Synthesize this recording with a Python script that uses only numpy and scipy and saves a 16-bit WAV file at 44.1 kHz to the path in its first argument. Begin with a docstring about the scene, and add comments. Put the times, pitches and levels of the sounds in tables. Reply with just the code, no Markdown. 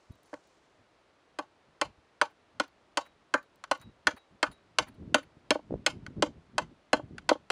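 """Outdoors on a quiet hillside, an adze-like steel tool knocks a wooden stake into a wall top.
Each blow is a few milliseconds of chattering noise force that rings the modes of the wood and scatters off
the surroundings; the stake knocks dully as it bounces back. The loose steel head slides and ticks: rubbed noise,
clicks and damped sines. Wind noise and pressure pops buffet the microphone over a soft distant hush and
a faint rustle of cloth, both made of filtered noise."""
import sys
import numpy as np
from scipy import signal
from scipy.fft import rfft, irfft
from scipy.io import wavfile

SR = 44100
rng = np.random.default_rng(int(sys.argv[2]) if len(sys.argv) > 2 else 0)


def log_audio(samples):
    """Write samples as a 16-bit WAV file to the path given in sys.argv[1]."""
    # one column per channel
    frames = np.atleast_2d(samples).T
    # limit to full scale, then quantise
    limited = np.clip(frames, -1, 1)
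    pcm = np.round(limited * 32767).astype(np.int16)
    wavfile.write(sys.argv[1], SR, pcm)


def magnitude_from_level(level_db):
    """Linear magnitude for a level in decibels (20 dB per decade)."""
    exponent = np.asarray(level_db, float) / 20
    return 10 ** exponent


N = 331191


def unit(x):
    """Scale to rms 1."""
    return x / np.sqrt(np.mean(x ** 2) + 1e-20)


def cut(x, hz, kind, order=2):
    """Butterworth filter."""
    return signal.sosfilt(signal.butter(order, hz, kind, fs=SR, output="sos"), x)


def drift(rate_hz):
    """Slow random wander of rms 1: noise through two equal one-pole smoothers."""
    r = np.exp(-2 * np.pi * rate_hz / SR)
    wander = signal.lfilter([1], [1, -2 * r, r * r], rng.standard_normal(N + SR))
    return unit(wander[SR:])


def add(out, s, sound):
    """Mix a sound in at time s."""
    at = round(s * SR)
    out[at:at + len(sound)] += sound[:N - at]


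PORT_NOTCH_HZ, PORT_NOTCH_WIDTH_HZ = 12000, 2500
PORT_CUT_HZ, PORT_LEAK_DB, BODY_CUT_HZ = 12000, 3, 205


def microphone(x):
    """The port rolls off bass and treble, with a deep notch and a lobe above it."""
    b, a = signal.iirnotch(PORT_NOTCH_HZ, PORT_NOTCH_HZ / PORT_NOTCH_WIDTH_HZ, SR)
    body = cut(cut(x, PORT_CUT_HZ, "low", order=6), BODY_CUT_HZ, "high", order=4)
    lobe = magnitude_from_level(PORT_LEAK_DB) * cut(x, [13000, 15000], "band")
    return signal.lfilter(b, a, body + lobe)


AIR_DB = -67
RUSTLE_RISE_DB_PER_S, RUSTLE_FALL_DB_PER_S = 75, 39
# spectrum of the distant air: pitch_hz, relative level_db (per Hz)
AIR_SPECTRUM = [(18, -35.5), (30, -13), (63, -8.5), (148, -20.5), (167, -19.5), (309, -4), (367, -3.5),
                (481, -5.5), (629, -3.5), (747, -7), (1050, -7.5), (4070, -19.5), (10600, -36.5),
                (13800, -74.5), (22000, -120)]
# swells of the cloth, ahead of the microphone port: crest_s, level_db
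RUSTLES = [(0, -77.5), (.32, -73), (.45, -74.5)]


def hush():
    """Steady distant air is shaped noise; a faint rustle of cloth swells in the treble."""
    t = np.arange(N) / SR
    hz = np.maximum(np.fft.rfftfreq(N, 1 / SR), 1)
    at_hz, level_db = np.transpose(AIR_SPECTRUM)
    shape = magnitude_from_level(np.interp(np.log(hz), np.log(at_hz), level_db))
    air = unit(irfft(rfft(rng.standard_normal(N)) * shape, N))
    swells = []
    for crest_s, db in RUSTLES:
        rise = RUSTLE_RISE_DB_PER_S * (crest_s - t)
        fall = RUSTLE_FALL_DB_PER_S * (t - crest_s)
        swells.append(db - np.maximum(rise, fall))
    rustle_db = np.max(swells, axis=0)
    rustle = unit(cut(rng.standard_normal(N) * magnitude_from_level(1.6 * drift(41)), [4000, 7600], "band"))
    return magnitude_from_level(AIR_DB) * air + magnitude_from_level(rustle_db) * microphone(rustle)


GUST_RISE_SHARE = 0.6  # a gust builds faster than it dies
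THUMP_DB, THUMP_S = -35, 0.02  # each thud also shakes the microphone; level against the thud, 1/e decay
# slow rise and fall of the breeze on the microphone: time_s, rumble level_db
BREEZE = [(0, -78), (3.7, -75), (3.95, -69), (4.2, -84.5), (4.75, -69), (5.05, -51), (5.3, -69.5),
          (5.65, -62), (5.95, -49), (6.3, -54), (6.45, -64.5), (6.7, -55), (6.82, -76), (7.1, -56),
          (7.3, -57), (7.4, -65), (7.51, -76)]
# gusts over the breeze: crest_s, rumble level_db, length_s
GUSTS = [(0.103, -49.5, 0.017), (0.144, -67.5, .07), (0.804, -66.5, 0.055), (1.69, -69.5, .05),
         (1.858, -54.5, 0.1), (1.982, -64, .03), (2.57, -62.5, 0.092), (3.802, -57.5, 0.036),
         (3.87, -50, .07), (4.073, -46.5, .04), (4.141, -52, .03), (4.329, -59.5, 0.075), (4.485, -49, .07),
         (4.815, -46.5, 0.049), (4.89, -53.5, 0.06), (5.02, -44, 0.11), (5.112, -47, 0.079),
         (5.264, -60.5, 0.044), (5.372, -54.5, 0.023), (5.73, -36.5, 0.082), (5.797, -46.5, 0.025),
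         (5.958, -46.5, 0.054), (6.18, -36, 0.066), (6.277, -47, 0.076), (6.37, -51, 0.049),
         (6.551, -50, 0.048), (6.622, -40, 0.046), (6.707, -59, 0.019), (6.967, -49, 0.065),
         (7.038, -47.5, 0.042), (7.129, -48, 0.068)]


def buffeting():
    """Strength of the rumble: breeze, bell-shaped gusts and the shake of each thud add in power."""
    t = np.arange(N) / SR
    breeze_s, breeze_db = np.transpose(BREEZE)
    power = magnitude_from_level(2 * np.interp(t, breeze_s, breeze_db))
    for s, db, length in GUSTS:
        near = slice(max(round((s - 2 * length) * SR), 0), round((s + 2 * length) * SR))
        late = 2 * (t[near] - s) / length
        late = np.where(late < 0, late / GUST_RISE_SHARE, late)
        power[near] += magnitude_from_level(2 * db) * np.exp(-2 * late ** 2)
    fade = np.exp(-2 * t[:8192] / THUMP_S)
    for s, _, _, thud_db, _ in BLOWS:
        add(power, s, magnitude_from_level(2 * (thud_db + THUMP_DB)) * fade)
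    return np.sqrt(power)


EDGE_DB, EDGE_FOLLOWS = -12.5, 0.17  # brighter edge over the rumble, growing with the gust
# wind pops at the microphone, some crowded into one rough flutter: crest_s, level_db, pitch_hz
POPS = [(0.104, -38, 92), (3.853, -46, 84.5), (5.023, -36, 279), (5.077, -39.5, 149), (5.126, -34.5, 256),
        (5.709, -24.5, 449), (5.726, -20.5, 350), (5.741, -19, 420), (5.759, -32.5, 332), (5.794, -39, 196),
        (6.035, -41, 136), (6.085, -34.5, 179), (6.178, -37, 210), (7.042, -40.5, 102.4), (7.111, -36, 230),
        (7.133, -42, 220)]


def wind():
    """Turbulence at the microphone: lumpy rumble, a brighter edge in gusts, and pops, some crowded in a flutter."""
    strength = buffeting()
    lumps = magnitude_from_level(0.77 * drift(21))
    low_noise = cut(rng.standard_normal(N), 240, "low", order=3)
    rumble = unit(cut(low_noise, 32, "high", order=1) * lumps)
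    edge = unit(cut(rng.standard_normal(N), [170, 400], "band", order=3) * magnitude_from_level(9.9 * drift(25)))
    out = strength * (rumble + magnitude_from_level(EDGE_DB) * unit(strength) ** EDGE_FOLLOWS * edge)
    t = np.arange(-1000, 1000) / SR
    for s, db, hz in POPS:
        envelope = np.exp(-np.abs(2.24 * hz * t) ** 1.4)
        add(out, s + t[0], magnitude_from_level(db) * np.cos(2 * np.pi * hz * t - 0.4) * envelope)
    return out


# rubs of the head on its handle as the tool lifts: start_s, relative level_db, length_s
SLIDES = [(2.293, -71, 0.032), (2.666, -74, 0.022), (3.049, -61.5, 0.031), (3.427, -71, 0.016),
          (3.801, -62, 0.043), (4.16, -57, 0.029), (4.509, -62.5, 0.026), (4.865, -58.5, 0.035),
          (5.223, -61.5, 0.02)]


def slides():
    """The head rubs its handle: dull noise through the wood and a thin squeak around two steel modes."""
    out = np.zeros(N)
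    for s, db, length in SLIDES:
        size = round(length * SR)
        rub = np.hanning(size) ** 0.5 * rng.standard_normal(size)
        dull = unit(cut(rub, [500, 2200], "band"))
        squeak = unit(cut(rub, [9500, 10100], "band") + cut(rub, [4200, 4700], "band"))
        add(out, s, magnitude_from_level(db) * (dull + magnitude_from_level(-20) * squeak + magnitude_from_level(-9) * rub))
    return out


SWELL_CYCLES = 0.46  # time constant, in cycles, over which a mode builds up


def ringing(hz, gains, t60, size):
    """Sum of damped sines from rest, neighbours of opposite sign."""
    t = np.arange(size) / SR
    signs = (-1) ** np.arange(len(hz))
    swell = 1 - np.exp(-np.outer(hz, t) / SWELL_CYCLES)
    decay = magnitude_from_level(-60 * np.outer(1 / t60, t))
    return (gains * signs) @ (np.sin(2 * np.pi * np.outer(hz, t)) * swell * decay)


def struck(force, hz, gains, t60):
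    """Ring modes with a force, each given its full share of energy whatever the force's fine spectrum."""
    bins = np.fft.rfftfreq(8192, 1 / SR)
    # resonance curve of each mode, wider for a shorter ring
    shapes = 1 / (1 + ((bins - hz[:, None]) * t60[:, None] / 1.1) ** 2)
    drive = np.sqrt(shapes @ np.abs(rfft(force, 8192)) ** 2 / shapes.sum(axis=1))
    return signal.fftconvolve(force, ringing(hz, gains / drive, t60, size=4096))


STEEL_RING_HZ, STEEL_RING_T60_S = 3860, 0.26
# short modes of the steel head: pitch_hz, relative level_db, t60_s
STEEL = [(1950, -19, 0.016), (4375, 8, 0.023), (6180, -1.5, 0.028), (7070, -1, 0.01444), (9790, 2.5, 0.045),
         (14030, -7, 0.023)]
# the head ticking on its handle: start_s, then relative click_db, long ring_db, short modes_db
TICKS = [(0.1188, -60, -70.5, -78), (0.1544, -57, -83, -91), (0.2319, -53, -84, -77),
         (0.2574, -62, -96, -72), (.274, -62, -90, -85), (0.2954, -67, -83, -78), (0.4718, -60, -90, -85),
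         (2.2394, -47.5, -72, -66.5), (2.6794, -55, -80, -75), (3.0117, -60, -58.5, -79),
         (3.0634, -62, -62, -78), (3.4285, -53, -79, -77), (3.558, -51, -87, -91), (3.775, -51.5, -72, -81),
         (3.7978, -64.5, -71, -69), (3.8141, -43, -63.5, -64), (3.8233, -63.5, -54.5, -83),
         (4.097, -47.5, -71, -75.5), (4.1644, -54, -79, -74), (4.1744, -61.5, -60, -75),
         (4.5135, -66, -66.5, -66), (4.5271, -56.5, -59, -66), (4.873, -62, -81, -74),
         (4.8838, -55.5, -75, -65.5), (4.943, -68, -79, -78), (5.2294, -67, -76, -71)]


def ticks():
    """Light metal contacts: a dry click, a brief jingle of short modes and one long ring."""
    out, (hz, mode_db, t60) = np.zeros(N), np.transpose(STEEL)
    rattle = np.exp(-np.arange(900) / (0.005 * SR))
    for s, click_db, ring_db, modes_db in TICKS:
        force = rattle * rng.standard_normal(900)
        gains = magnitude_from_level(modes_db + mode_db + rng.normal(0, 4.8, len(hz)))
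        add(out, s, struck(force / np.linalg.norm(force), hz, gains, t60))
        ring = ringing(np.array([STEEL_RING_HZ]), magnitude_from_level(ring_db), np.array([STEEL_RING_T60_S]), size=12000)
        add(out, s, ring)
        click = cut(rng.standard_normal(88) * np.hanning(88), 2999, "high")
        add(out, s, magnitude_from_level(click_db - 7.5) * click)
    return out


# dull knocks as the stake bounces back, some with a faint echo about 40 ms later: contact_s, relative level_db
REBOUNDS = [(5.553, -9.5), (5.591, -27), (6.994, -19), (7.313, 1.5), (7.353, -21)]


def rebounds():
    """A soft contact or its faint echo, a smooth push of noise, mostly reaches the lowest modes of the wood."""
    out, (hz, mode_db, t60) = np.zeros(N), np.transpose(WOOD)
    push = np.hanning(round(0.0059 * SR))
    for s, db in REBOUNDS:
        gains = magnitude_from_level(db + mode_db - 7) / (1 + (hz / 800) ** 4.14)
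        force = push * rng.standard_normal(len(push))
        # the push begins 2 ms before the listed time
        add(out, s - 0.002, struck(force / np.linalg.norm(force), hz, gains, 0.72 * t60))
    return out


CONTACT_S, RISE_S, FIRST_TOUCH_DB = 0.0068, 0.0002, -8  # times are 1/e, for a full blow
SNAP_S, SNAP_HZ, SNAP_DB = 0.0027, 2700, 5.5  # the treble of the contact dies sooner
SCATTER_DB, SCATTER_S, SCATTER_CUT_HZ = -10, 0.023, 7200
ECHO_S, ECHO_DB, ECHO_SPREAD_S = 0.034, -18, 0.005  # a slope or wall a few metres away


def chatter(damping, size):
    """Force of a blow: first touch, a short rattling contact, then duller scatter and a smeared echo."""
    t = np.arange(size) / SR
    rattle = (1 - np.exp(-t / RISE_S)) * rng.standard_normal(size)
    contact = cut(rattle * np.exp(-t / CONTACT_S / damping), SNAP_HZ, "low", order=1)
    contact += magnitude_from_level(SNAP_DB) * cut(rattle * np.exp(-t / SNAP_S / damping), SNAP_HZ, "high", order=1)
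    contact[round(RISE_S * SR)] += magnitude_from_level(FIRST_TOUCH_DB) * np.linalg.norm(contact)
    power = (magnitude_from_level(SCATTER_DB) * np.exp(-t / SCATTER_S / damping)) ** 2
    late = np.maximum(t - ECHO_S, 0) / ECHO_SPREAD_S
    power += (magnitude_from_level(ECHO_DB) * damping * np.e * late * np.exp(-late)) ** 2
    scatter = cut(np.sqrt(power) * rng.standard_normal(size), SCATTER_CUT_HZ, "low")
    return np.array([contact, scatter]) / np.linalg.norm(contact)


OFF_SPOT_DB_PER_OCTAVE, CRACK_EDGE_DB = 14, -8.5
# centres of the wood's regions: pitch_hz of thud, two middle regions, edge of the crack, crack
REGIONS_HZ = [400, 1000, 1600, 2600, 5500]


def regions(strength_db, spot_hz, thud_db, crack_db):
    """Drive of each region of the wood: the middle falls away from the favoured pitch."""
    octaves_off = np.abs(np.log2(np.array(REGIONS_HZ[1:3]) / spot_hz))
    middle = strength_db - OFF_SPOT_DB_PER_OCTAVE * octaves_off
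    return np.array([thud_db, *middle, crack_db + CRACK_EDGE_DB, crack_db])


HAND_DAMPING = 0.84  # the hand round the stake shortens the rings of the blows
GRIP_DETUNE = 0.019  # the hand's grip shifts the modes from blow to blow (rms share of pitch)
TAP_BELOW_DB, TAP_DAMPING = -26, 0.52  # taps with every region weaker than this are shorter and drier
SCATTER_PLAIN_DB, SCATTER_MODAL_SHARE = 8, 0.25
CRACK_DB, CRACK_LOW_HZ, CRACK_HIGH_HZ = 1, 1490, 6300
DENSE_DB = 11  # many weak modes between the strong ones, heard as a plain band of sound
# modes of stake and handle: pitch_hz, relative level_db, t60_s (before any damping)
WOOD = [(301.7, -7.5, 0.068), (497.8, -7, 0.055), (594.6, -2.5, 0.057), (821.4, -8, 0.056),
        (890, -6, 0.067), (994, 3, 0.018), (1122, -4, 0.057), (1268, 1, 0.021), (1517, 3, 0.034),
        (1774, -8.5, 0.045), (1737, 2.5, 0.018), (2133, 2, 0.024), (2386, -5.5, 0.05), (2706, 8.5, 0.011),
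        (3146, 1, 0.027), (3415, -0.5, 0.017), (3961, -5.5, 0.017), (4320, 0, 0.014), (4962, -3, 0.0086),
        (5570, -11, 0.02), (6267, -12.5, 0.023), (6467, -11.5, 0.022), (7380, -6, 0.007),
        (8310, -5, 0.0037), (10070, -11.5, .006)]
# blows and small taps: start_s, relative strength_db, spot pitch_hz (favoured where it lands),
# relative thud_db, relative crack_db
BLOWS = [(0.3295, -33, 900, -26, -57), (0.339, -37, 1650, -30, -40.5), (1.3869, -22.5, 1040, -24, -31),
         (1.813, -16, 1010, -19, -18), (2.2137, -11, 1065, -20.5, -19), (2.598, -15.5, 1380, -17.5, -21),
         (2.9719, -16, 990, -23.5, -17.5), (3.3387, -11.5, 1320, -14.5, -23),
         (3.6388, -27.5, 1265, -53, -33.5), (3.712, -13.5, 970, -19.5, -21),
         (4.0694, -11, 1600, -16.5, -16), (4.4279, -11, 1340, -16.5, -17.5),
         (4.7852, -14, 1160, -21.5, -13), (5.1436, -9.5, 1380, -10.5, -12),
         (5.5054, -15.5, 1210, -7.5, -12.5), (5.8624, -14.5, 1440, -18.5, -10.5),
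         (6.064, -32.5, 1650, -44, -36.5), (6.223, -15.5, 1065, -9, -17), (6.5806, -15, 1040, -21.5, -18.5),
         (6.9304, -12.5, 1160, -8, -16.5), (7.1814, -32.5, 1490, -51, -33), (7.2906, -13, 1040, -18.5, -16),
         (7.5014, -17.5, 1170, -19.5, -20.5)]


def blows():
    """The landing spot sets how strongly each region of wood modes is driven; the contact cracks directly."""
    out, (hz, mode_db, t60) = np.zeros(N), np.transpose(WOOD)
    for s, *blow in BLOWS:
        band_db = regions(*blow)
        reach_db = np.interp(np.log(hz), np.log(REGIONS_HZ), band_db)
        gains = magnitude_from_level(reach_db + mode_db + rng.normal(0, 1.33, len(hz)))
        shifted_hz = hz * (1 + GRIP_DETUNE * rng.standard_normal(len(hz)))
        damping = TAP_DAMPING if max(band_db) < TAP_BELOW_DB else 1
        contact, scatter = chatter(damping, size=8192)
        modal_force = contact + SCATTER_MODAL_SHARE * scatter
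        add(out, s, struck(modal_force, shifted_hz, gains, damping * HAND_DAMPING * t60))
        # scattered sound is blurred: it favours the plain bands
        plain_force = contact + magnitude_from_level(SCATTER_PLAIN_DB) * scatter
        crack = cut(cut(plain_force, CRACK_LOW_HZ, "high"), CRACK_HIGH_HZ, "low", order=1)
        add(out, s, magnitude_from_level(band_db[-1] + CRACK_DB) * crack)
        for centre, db in zip(REGIONS_HZ[:-1], band_db):
            dense = cut(plain_force, [0.8 * centre, 1.35 * centre], "band")
            add(out, s, magnitude_from_level(db + DENSE_DB) * dense)
    return out


def scene():
    """Knocks and steel through the microphone port, over wind and hush, as one channel."""
    tool = blows() + rebounds() + ticks() + slides()
    return (microphone(tool) + wind() + hush())[None]


def low_pass(x):
    """Removes everything above the highest recorded frequency."""
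    return signal.sosfilt(signal.butter(12, 16500, fs=SR, output="sos"), x)


def record(dry):
    """A gentle low cut at 42 Hz finishes the mix."""
    mix = cut(dry, 42, "high")
    return low_pass(mix)


dry = scene()
out = record(dry)
log_audio(out)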